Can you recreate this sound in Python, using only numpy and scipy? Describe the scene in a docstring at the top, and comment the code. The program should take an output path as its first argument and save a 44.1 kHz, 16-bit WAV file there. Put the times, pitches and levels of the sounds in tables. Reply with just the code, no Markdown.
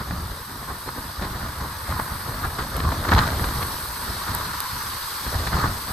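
"""Hurricane at the microphone

Hurricane wind and heavy rain over an open parking area, heard by a hand-held camera with two microphone ports.
Gusts and eddies thump, rasp and howl at the ports: flickering noise and bass swings, hardest in two big gusts.
Behind them the storm roars through trees and fence, and rain hisses on the flooded pavement: shaped noise.
A few drops hit the camera itself: filtered impulses that tick and knock."""
import sys
import numpy as np
from scipy import signal
from scipy.fft import rfft, irfft, next_fast_len
from scipy.io import wavfile

SR = 44100
rng = np.random.default_rng(int(sys.argv[2]) if len(sys.argv) > 2 else 0)


def to_wav(s):
    """Save 16-bit WAV."""
    ch = np.atleast_2d(s).T  # columns
    pcm = np.round(np.clip(ch, -1, 1) * 32767)  # PCM
    wavfile.write(sys.argv[1], SR, pcm.astype(np.int16))


N = 261072
HZ = np.fft.rfftfreq(N, 1 / SR)
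TIME = np.arange(N) / SR

# Levels in the tables are relative: each layer adds its own trim. A spread is the standard deviation of a bell.
# Wind at the microphone between gusts. Each row: time in seconds, strength in dB.
STEADY_WIND = [(0.0, -37), (0.16, -37), (0.38, -37.5), (0.97, -41), (1.38, -34), (2.23, -37), (2.72, -33.5),
               (3.07, -26), (3.41, -28.5), (3.84, -36.5), (4.06, -39.5), (4.5, -41), (5.03, -44),
               (5.29, -41), (5.44, -30.5), (5.56, -36), (5.7, -49), (5.92, -32)]
# Lulls in that wind. Each row: centre in seconds, spread in seconds.
LULLS = [(0.446, 0.038), (0.836, 0.036), (1.146, 0.014), (1.77, 0.047), (2.215, 0.04), (3.947, 0.022),
         (4.653, 0.077), (5.14, .08), (5.816, .035)]
LULL_DB = -6.5
# Gusts that thump. Each row: peak in seconds, strength in dB, release in seconds, extra rasp in dB.
GUSTS = [(.015, -29.5, .025, 1.5), (.12, -24, 0.09, -7.5), (.7, -39, 0.037, 6.5), (.898, -31, 0.016, 3),
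         (.99, -33, 0.058, 1.5), (1.237, -22.5, 0.043, -3.5), (1.37, -33, .04, -1), (1.48, -46, .04, 7),
         (1.625, -30, 0.063, -1.5), (1.918, -24, 0.073, -2.5), (2.131, -27, .04, -2.5),
         (2.29, -31, 0.24, -1), (2.45, -29, 0.051, -0.5), (2.62, -29, 0.027, 0), (2.77, -26.5, 0.053, -0.5),
         (2.859, -19.5, 0.022, -5), (2.93, -32, 0.032, 5.5), (3.145, -16, 0.12, -0.5),
         (3.57, -25.5, 0.05, -2.5), (3.64, -30, 0.02, 3), (4.1, -32, 0.099, 0.5), (4.305, -31, 0.16, 1),
         (4.41, -35, .03, 2.5), (4.47, -31.5, 0.055, -21), (4.756, -27, 0.023, -10), (4.86, -35, .025, -10),
         (5.28, -29, .04, -1), (5.35, -25.5, .05, -0.5), (5.41, -26, 0.039, -6), (5.55, -21.5, 0.092, 1),
         (5.65, -21, 0.067, -3)]
GUST_RISE_S, RASP_LEAD_S = 0.016, 0.0083  # a gust builds quickly; its rasp comes just ahead of its thump
# Eddies that tear across the ports. Each row: peak in seconds, level in dB, spread in seconds, brightness 0-1.
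EDDIES = [(0.111, -22.5, 0.0016, 0.2), (0.707, -31, 0.011, 0.1), (.89, -36, 0.0044, 0),
          (1.243, -32, .012, .9), (1.998, -19.5, 0.0035, 0.2), (2.452, -22.5, 0.0053, 0.34),
          (2.594, -24.5, 0.0063, 0.6), (2.8042, -19.5, 0.0016, 0.77), (2.921, -26.5, 0.0042, .6),
          (3.052, -20.5, .0026, 0.34), (3.091, -19, .004, 0.54), (3.119, -14, .003, 0.55),
          (3.131, -13, 0.0052, 0.05), (3.183, -18.5, 0.0046, 0.7), (3.194, -16, 0.0047, 0.8),
          (3.278, -20, 0.0016, 0.87), (3.444, -19.5, 0.002, 1), (3.49, -23.5, 0.0021, 0.7),
          (3.63, -28.5, .005, 1), (5.474, -24.5, 0.0052, 0.64), (5.532, -24, 0.0087, 0.2),
          (5.587, -29.5, .012, .8), (5.643, -17, 0.0033, .1)]
# Gusts straight across the ports. Each row: peak in seconds, level in dB, spread in seconds.
HOWLS = [(1.96, -41, 0.044), (2.445, -27, 0.0075), (3.215, -25, 0.022), (5.35, -47, 0.064),
         (5.634, -25, 0.029)]
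# Drops on the camera. Each row: time in seconds, tick peak in dB, casing knock as a share of the tick.
DROP_HITS = [(2.767, -10.5, 0), (2.77, -20, 0), (2.924, -20, 0), (3.137, -13, 0), (4.35, -3.3, .03),
             (4.6045, -5.7, .5), (4.785, -22, 0)]
# Roar in trees and fence. Each row: time in seconds, level in dB.
ROAR_LEVEL = [(0, -42.5), (.9, -40.5), (1.75, -38.5), (1.95, -35.5), (2.9, -40.5), (3.3, -36.5), (3.9, -36),
              (4.3, -32.5), (5.6, -36), (5.92, -36)]
# Rain splashing on the pavement. Each row: time in seconds, level in dB.
SPLASH_LEVEL = [(0.0, -46), (0.13, -45.5), (2.85, -42.5), (3.3, -39), (3.84, -39.5), (5.33, -37.5),
                (5.92, -40)]
# Sheets of fine spray. Each row: time in seconds, level in dB.
SPRAY_LEVEL = [(0.0, -48), (1.02, -45.5), (1.24, -47), (1.6, -46), (2.04, -42.5), (2.85, -45),
               (3.54, -39.5), (4.45, -42), (5.26, -40), (5.62, -43.5), (5.92, -40.5)]

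# Spectrum of the thump of pressure swings. Each row: frequency in Hz, relative density in dB per Hz.
THUMP_COLOUR = [(15, -15), (28, -12), (42, -4), (62, 1.5), (85, 0.5), (125, -6), (180, -11), (300, -25),
                (700, -72)]
# Spectrum of the rasp of tearing air. Each row: frequency in Hz, relative density in dB per Hz.
RASP_COLOUR = [(60, -36), (140, 2), (220, 3), (400, -1), (560, -1.5), (780, -1), (1100, 3), (1450, 2),
               (1850, -6.5), (2600, -26), (4000, -14), (5500, -24), (7500, -30), (15000, -47)]
# Spectrum of the crackle of fast air. Each row: frequency in Hz, relative density in dB per Hz.
CRACKLE_COLOUR = [(400, -28), (1300, 0.5), (1900, 6.5), (2800, -3.5), (4200, 4), (5500, -8.5), (7500, -17),
                  (15000, -32)]
# Spectrum of the rasp of a single eddy. Each row: frequency in Hz, relative density in dB per Hz.
EDDY_COLOUR = [(80, -39), (200, 7), (300, -3), (400, -2.5), (550, -9), (750, -2), (1100, 1), (1450, 2),
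               (1850, -6.5), (2600, -22), (4000, -33), (7500, -45)]
# Hollow resonance of a port. Each row: frequency in Hz, relative density in dB per Hz.
HOWL_COLOUR = [(700, -40), (950, -16.5), (1200, 5.5), (1450, -0.5), (1800, -5.5), (2500, -28)]
# Spectrum of a drop's tick. Each row: frequency in Hz, relative level in dB.
TICK_COLOUR = [(3000, -30), (7300, -16), (8300, 1), (12500, 0), (14000, -6), (16000, -11)]
# Spectrum of the casing's knock. Each row: frequency in Hz, relative level in dB.
KNOCK_COLOUR = [(500, -20), (1300, 0), (2600, -11), (4200, 1), (5500, -8), (8000, -22)]
# Spectrum of the roar. Each row: frequency in Hz, relative density in dB per Hz.
ROAR_COLOUR = [(50, -12.5), (200, -17), (420, -16.5), (710, -28.5), (820, -7), (980, 1.5), (1130, 0),
               (1400, -1), (1750, -5.5), (2100, -12), (2700, -21.5), (5000, -37)]
# Spectrum of the splashing. Each row: frequency in Hz, relative density in dB per Hz.
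SPLASH_COLOUR = [(1200, -11.5), (2500, -10.5), (3300, -6), (4100, -0.5), (4700, -0.5), (5400, -5.5),
                 (6200, -8), (7200, -15.5), (8000, -8.5), (12000, -27)]
# Spectrum of the spray. Each row: frequency in Hz, relative density in dB per Hz.
SPRAY_COLOUR = [(5000, -64), (7800, -22.5), (8050, -0.5), (9500, 1.5), (11000, 2), (12300, -0.5),
                (13500, -5), (14500, -6), (15700, -16)]

# What the two ports do not share. Each row: frequency in Hz, level in dB relative to the shared part.
PORT_WIDTH = [(60, -102), (700, -90), (950, -18), (1150, -10), (1400, 4.5), (1750, -7), (3200, -5.5),
              (4300, -4), (5300, -0.5), (6400, -4), (8200, -18), (12500, -73), (14500, -9)]
# Phase between the ports. Each row: frequency in Hz, radians by which left leads.
PORT_LEAD = [(1000, 0), (1250, .1), (1480, -1.8), (1750, .5), (3400, .8), (5000, .6), (5500, -1.9),
             (6400, -.2), (7400, -.2), (8200, -1.2), (9900, -3.1), (11500, -4.7), (12600, -6.2),
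             (13400, -6.4), (14000, -7.5), (15500, -9.4)]
# Balance of the ports. Each row: frequency in Hz, left minus right in dB.
PORT_BALANCE = [(1100, 0), (1480, -2.2), (1750, 5), (2400, 2.7), (3500, 1), (5200, -.4), (7000, 0)]
CEILING = .85  # amplitude that the soft rounding approaches
EDGE_HZ = 15750  # top of the recorder's band


def wind(steepness=1.63):
    """Pressure swings thump the microphone; air tearing past rasps in short spurts and crackles when it is fast."""
    buffeting, tearing = airflow()
    thump = gain_of(-0.5) * buffeting * rush(THUMP_COLOUR, depth_db=1.5, rate_hz=17.0)
    rasp_noise = mottle(rush(RASP_COLOUR, depth_db=2.5, rate_hz=147), patch_db=2.0)
    rasp = gain_of(-33.0) * tearing * rasp_noise
    crackle_noise = patter(CRACKLE_COLOUR, per_s=110, spread_db=2.2, decay_s=0.00083)
    crackle = gain_of(-46.0) * evened(tearing ** steepness) * crackle_noise
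    return thump + rasp + crackle


def airflow(lump_db=1.5, lumps_hz=12, rasp_power=0.88):
    """Strength of thump and rasp: lumpy wind that sinks in lulls, plus gusts that rise quickly and die away."""
    calm = sum(bell(s, spread) for s, spread in LULLS)
    lumps = gain_of(0.3 + lump_db * flutter(lumps_hz) + LULL_DB * calm)
    thump_power = (lumps * follow(STEADY_WIND)) ** 2
    tear_power = thump_power ** rasp_power
    for s, db, release, extra_db in GUSTS:
        near = abs(TIME - s) < 10 * release
        age = TIME[near] - s
        rise_and_fall = np.exp(np.where(age < 0, -.5 * (age / GUST_RISE_S) ** 2, -age / release))
        power = (gain_of(db) * rise_and_fall) ** 2
        thump_power[near] += power
        tear_power[near] += gain_of(extra_db) ** 2 * power ** rasp_power
    tearing = np.interp(TIME + RASP_LEAD_S, TIME, np.sqrt(tear_power))
    return np.sqrt(thump_power), evened(tearing)


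def eddies(swing_hz=62, swing_s=0.017, push_db=-13):
    """Each eddy is a burst of rasp, with as much crackle as it is bright; its push of air swings in the bass."""
    burst, edge, push = np.zeros((3, N))
    detunes = rng.uniform(0.76, 1.28, len(EDDIES))  # every push swings at its own pitch
    for (s, db, spread, bright), detune in zip(EDDIES, detunes):
        shape = gain_of(db) * bell(s, spread)
        burst += shape
        edge += np.clip(bright, 0, 1) * shape
        near = abs(TIME - s) < 20 * swing_s
        age = np.maximum(TIME[near] - s + spread, 0)
        swell = age / swing_s * np.exp(1 - age / swing_s)
        push[near] += gain_of(db + push_db) * swell * np.sin(2 * np.pi * swing_hz * detune * age)
    rasp = gain_of(-1.0) * burst * rush(EDDY_COLOUR, depth_db=4.0, rate_hz=640)
    crackle = gain_of(-4.0) * edge * rush(CRACKLE_COLOUR, depth_db=4.0, rate_hz=270)
    return rasp + crackle + push


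def howls():
    """Air blowing across a port excites its broad, hollow resonance."""
    swell = sum(gain_of(db) * bell(s, spread) for s, db, spread in HOWLS)
    return swell * rush(HOWL_COLOUR, depth_db=1.0, rate_hz=150)


def hits():
    """A drop on the camera makes a dry, high tick; a square hit also knocks on the casing."""
    tick, knock = click(TICK_COLOUR), click(KNOCK_COLOUR)
    drops = np.zeros((2, N))
    for s, db, share in DROP_HITS:
        drops += gain_of(db) * np.roll(tick + share * knock, round(s * SR), axis=1)
    return drops


def storm():
    """The roar in trees and fence, rain splashing on the pavement, and sheets of fine spray blown off it."""
    roar_noise = rush(ROAR_COLOUR, depth_db=1.4, rate_hz=34, diffuse_db=-21)
    roar = gain_of(0.5) * follow(ROAR_LEVEL) * mottle(roar_noise, patch_db=0.85)
    wash = gain_of(1.5) * mottle(rush(SPLASH_COLOUR, depth_db=-0.6, rate_hz=45), patch_db=2.0)
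    drops = gain_of(-4.0) * patter(SPLASH_COLOUR, per_s=600, spread_db=-1.0, decay_s=0.0026)
    mist = gain_of(4.0) * mottle(rush(SPRAY_COLOUR, depth_db=.5, rate_hz=11), patch_db=1.0)
    droplets = gain_of(0.5) * patter(SPRAY_COLOUR, per_s=1100, spread_db=2.0, decay_s=0.0011)
    return roar + follow(SPLASH_LEVEL) * (wash + drops) + follow(SPRAY_LEVEL) * (mist + droplets)


def rush(spectrum, depth_db, rate_hz, diffuse_db=-80):
    """Turbulent noise whose strength flutters from moment to moment."""
    noise = rng.standard_normal((2, N)) * gain_of(depth_db * flutter(rate_hz))
    return at_ports(noise, spectrum, diffuse_db)


def patter(spectrum, per_s, spread_db, decay_s):
    """Many small noise bursts at random times and of uneven size, each starting at once and dying quickly."""
    starts = rng.random(N) < per_s / SR
    size = gain_of(spread_db * np.minimum(rng.exponential(1, N), 5)) * starts
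    power = signal.lfilter([1], [1, -np.exp(-2 / (decay_s * SR))], size ** 2)
    return at_ports(np.sqrt(power) * rng.standard_normal((2, N)), spectrum)


def click(spectrum):
    """One impulse as the two ports hear it, with a peak of 1."""
    sound = at_ports([signal.unit_impulse(N), np.zeros(N)], spectrum)
    return sound / abs(sound).max()


def mottle(sound, patch_db):
    """Passes noise through short-lived patches of gain, so that its colour keeps shifting."""
    z = signal.stft(sound, nperseg=1024, noverlap=768)[2]
    patched = z * patches(patch_db)[:, :z.shape[2]]
    return evened(signal.istft(patched, nperseg=1024, noverlap=768)[1][:, :N])


def patches(patch_db, width_hz=220, length_s=0.037):
    """Random short-lived patches of gain over frequency bins and time frames: white noise, blurred both ways."""
    field = rng.standard_normal((513, next_fast_len(N // 256 + 2)))
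    bins = np.fft.fftfreq(513, SR / 1024)[:, None]
    frames = np.fft.fftfreq(field.shape[1], 256 / SR)
    blur = np.exp(-2 * ((bins * width_hz) ** 2 + (frames * length_s) ** 2))
    return gain_of(patch_db * evened(np.fft.ifft2(np.fft.fft2(field) * blur).real))


def at_ports(pair, spectrum, diffuse_db=-80):
    """Colours and blends two signals: alike in the bass, widest in the middle, narrower but skewed in the treble."""
    shared, apart = rfft(pair, axis=1)
    width = gain_of(np.maximum(read(PORT_WIDTH), diffuse_db))  # sound from all around is never quite mono
    tilt = gain_of(read(PORT_BALANCE) / 2) * np.exp(.5j * read(PORT_LEAD))
    left, right = (shared + width * apart) * tilt, (shared - width * apart) / tilt
    ports = np.array([left, right]) / np.sqrt(1 + width ** 2)
    return evened(irfft(ports * gain_of(read(spectrum)), N, axis=1))


def flutter(rate_hz):
    """Random wander of rms 1, fading out above the rate and at its slowest."""
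    band = 1 / (1 + (HZ / rate_hz) ** 4) * HZ / (HZ + rate_hz / 4)
    return evened(irfft(rfft(rng.standard_normal(N)) * band, N))


def bell(s, spread_s):
    """A smooth swell of height 1 around the time s."""
    swell, near = np.zeros(N), abs(TIME - s) < 10 * spread_s
    swell[near] = np.exp(-.5 * ((TIME[near] - s) / spread_s) ** 2)
    return swell


def follow(rows):
    """A dB curve as a gain over time."""
    return gain_of(np.interp(TIME, *np.transpose(rows)))


def read(points):
    """A table over frequency, joined by straight lines on a log axis."""
    hz, value = np.transpose(points)
    return np.interp(np.log(HZ + 1), np.log(hz + 1), value)


def evened(x):
    """Scales to rms 1."""
    return x / np.sqrt(np.mean(x ** 2) + 1e-20)


def gain_of(db):
    """Decibels to amplitude."""
    return 10 ** (np.asarray(db) / 20)


def scene():
    """Wind on the microphone and drops on the camera, in front of the storm."""
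    return wind() + eddies() + howls() + hits() + storm()


def record(dry):
    """The hardest blows round off softly at the recorder's ceiling; then its band limit."""
    held = dry / np.sqrt(np.sqrt(1 + np.square(np.square(dry / CEILING))))
    low_pass = signal.firwin(511, EDGE_HZ, window=("kaiser", 9), fs=SR)
    return signal.oaconvolve(held, low_pass[None], "same", axes=1)


dry = scene()
out = record(dry)
to_wav(out)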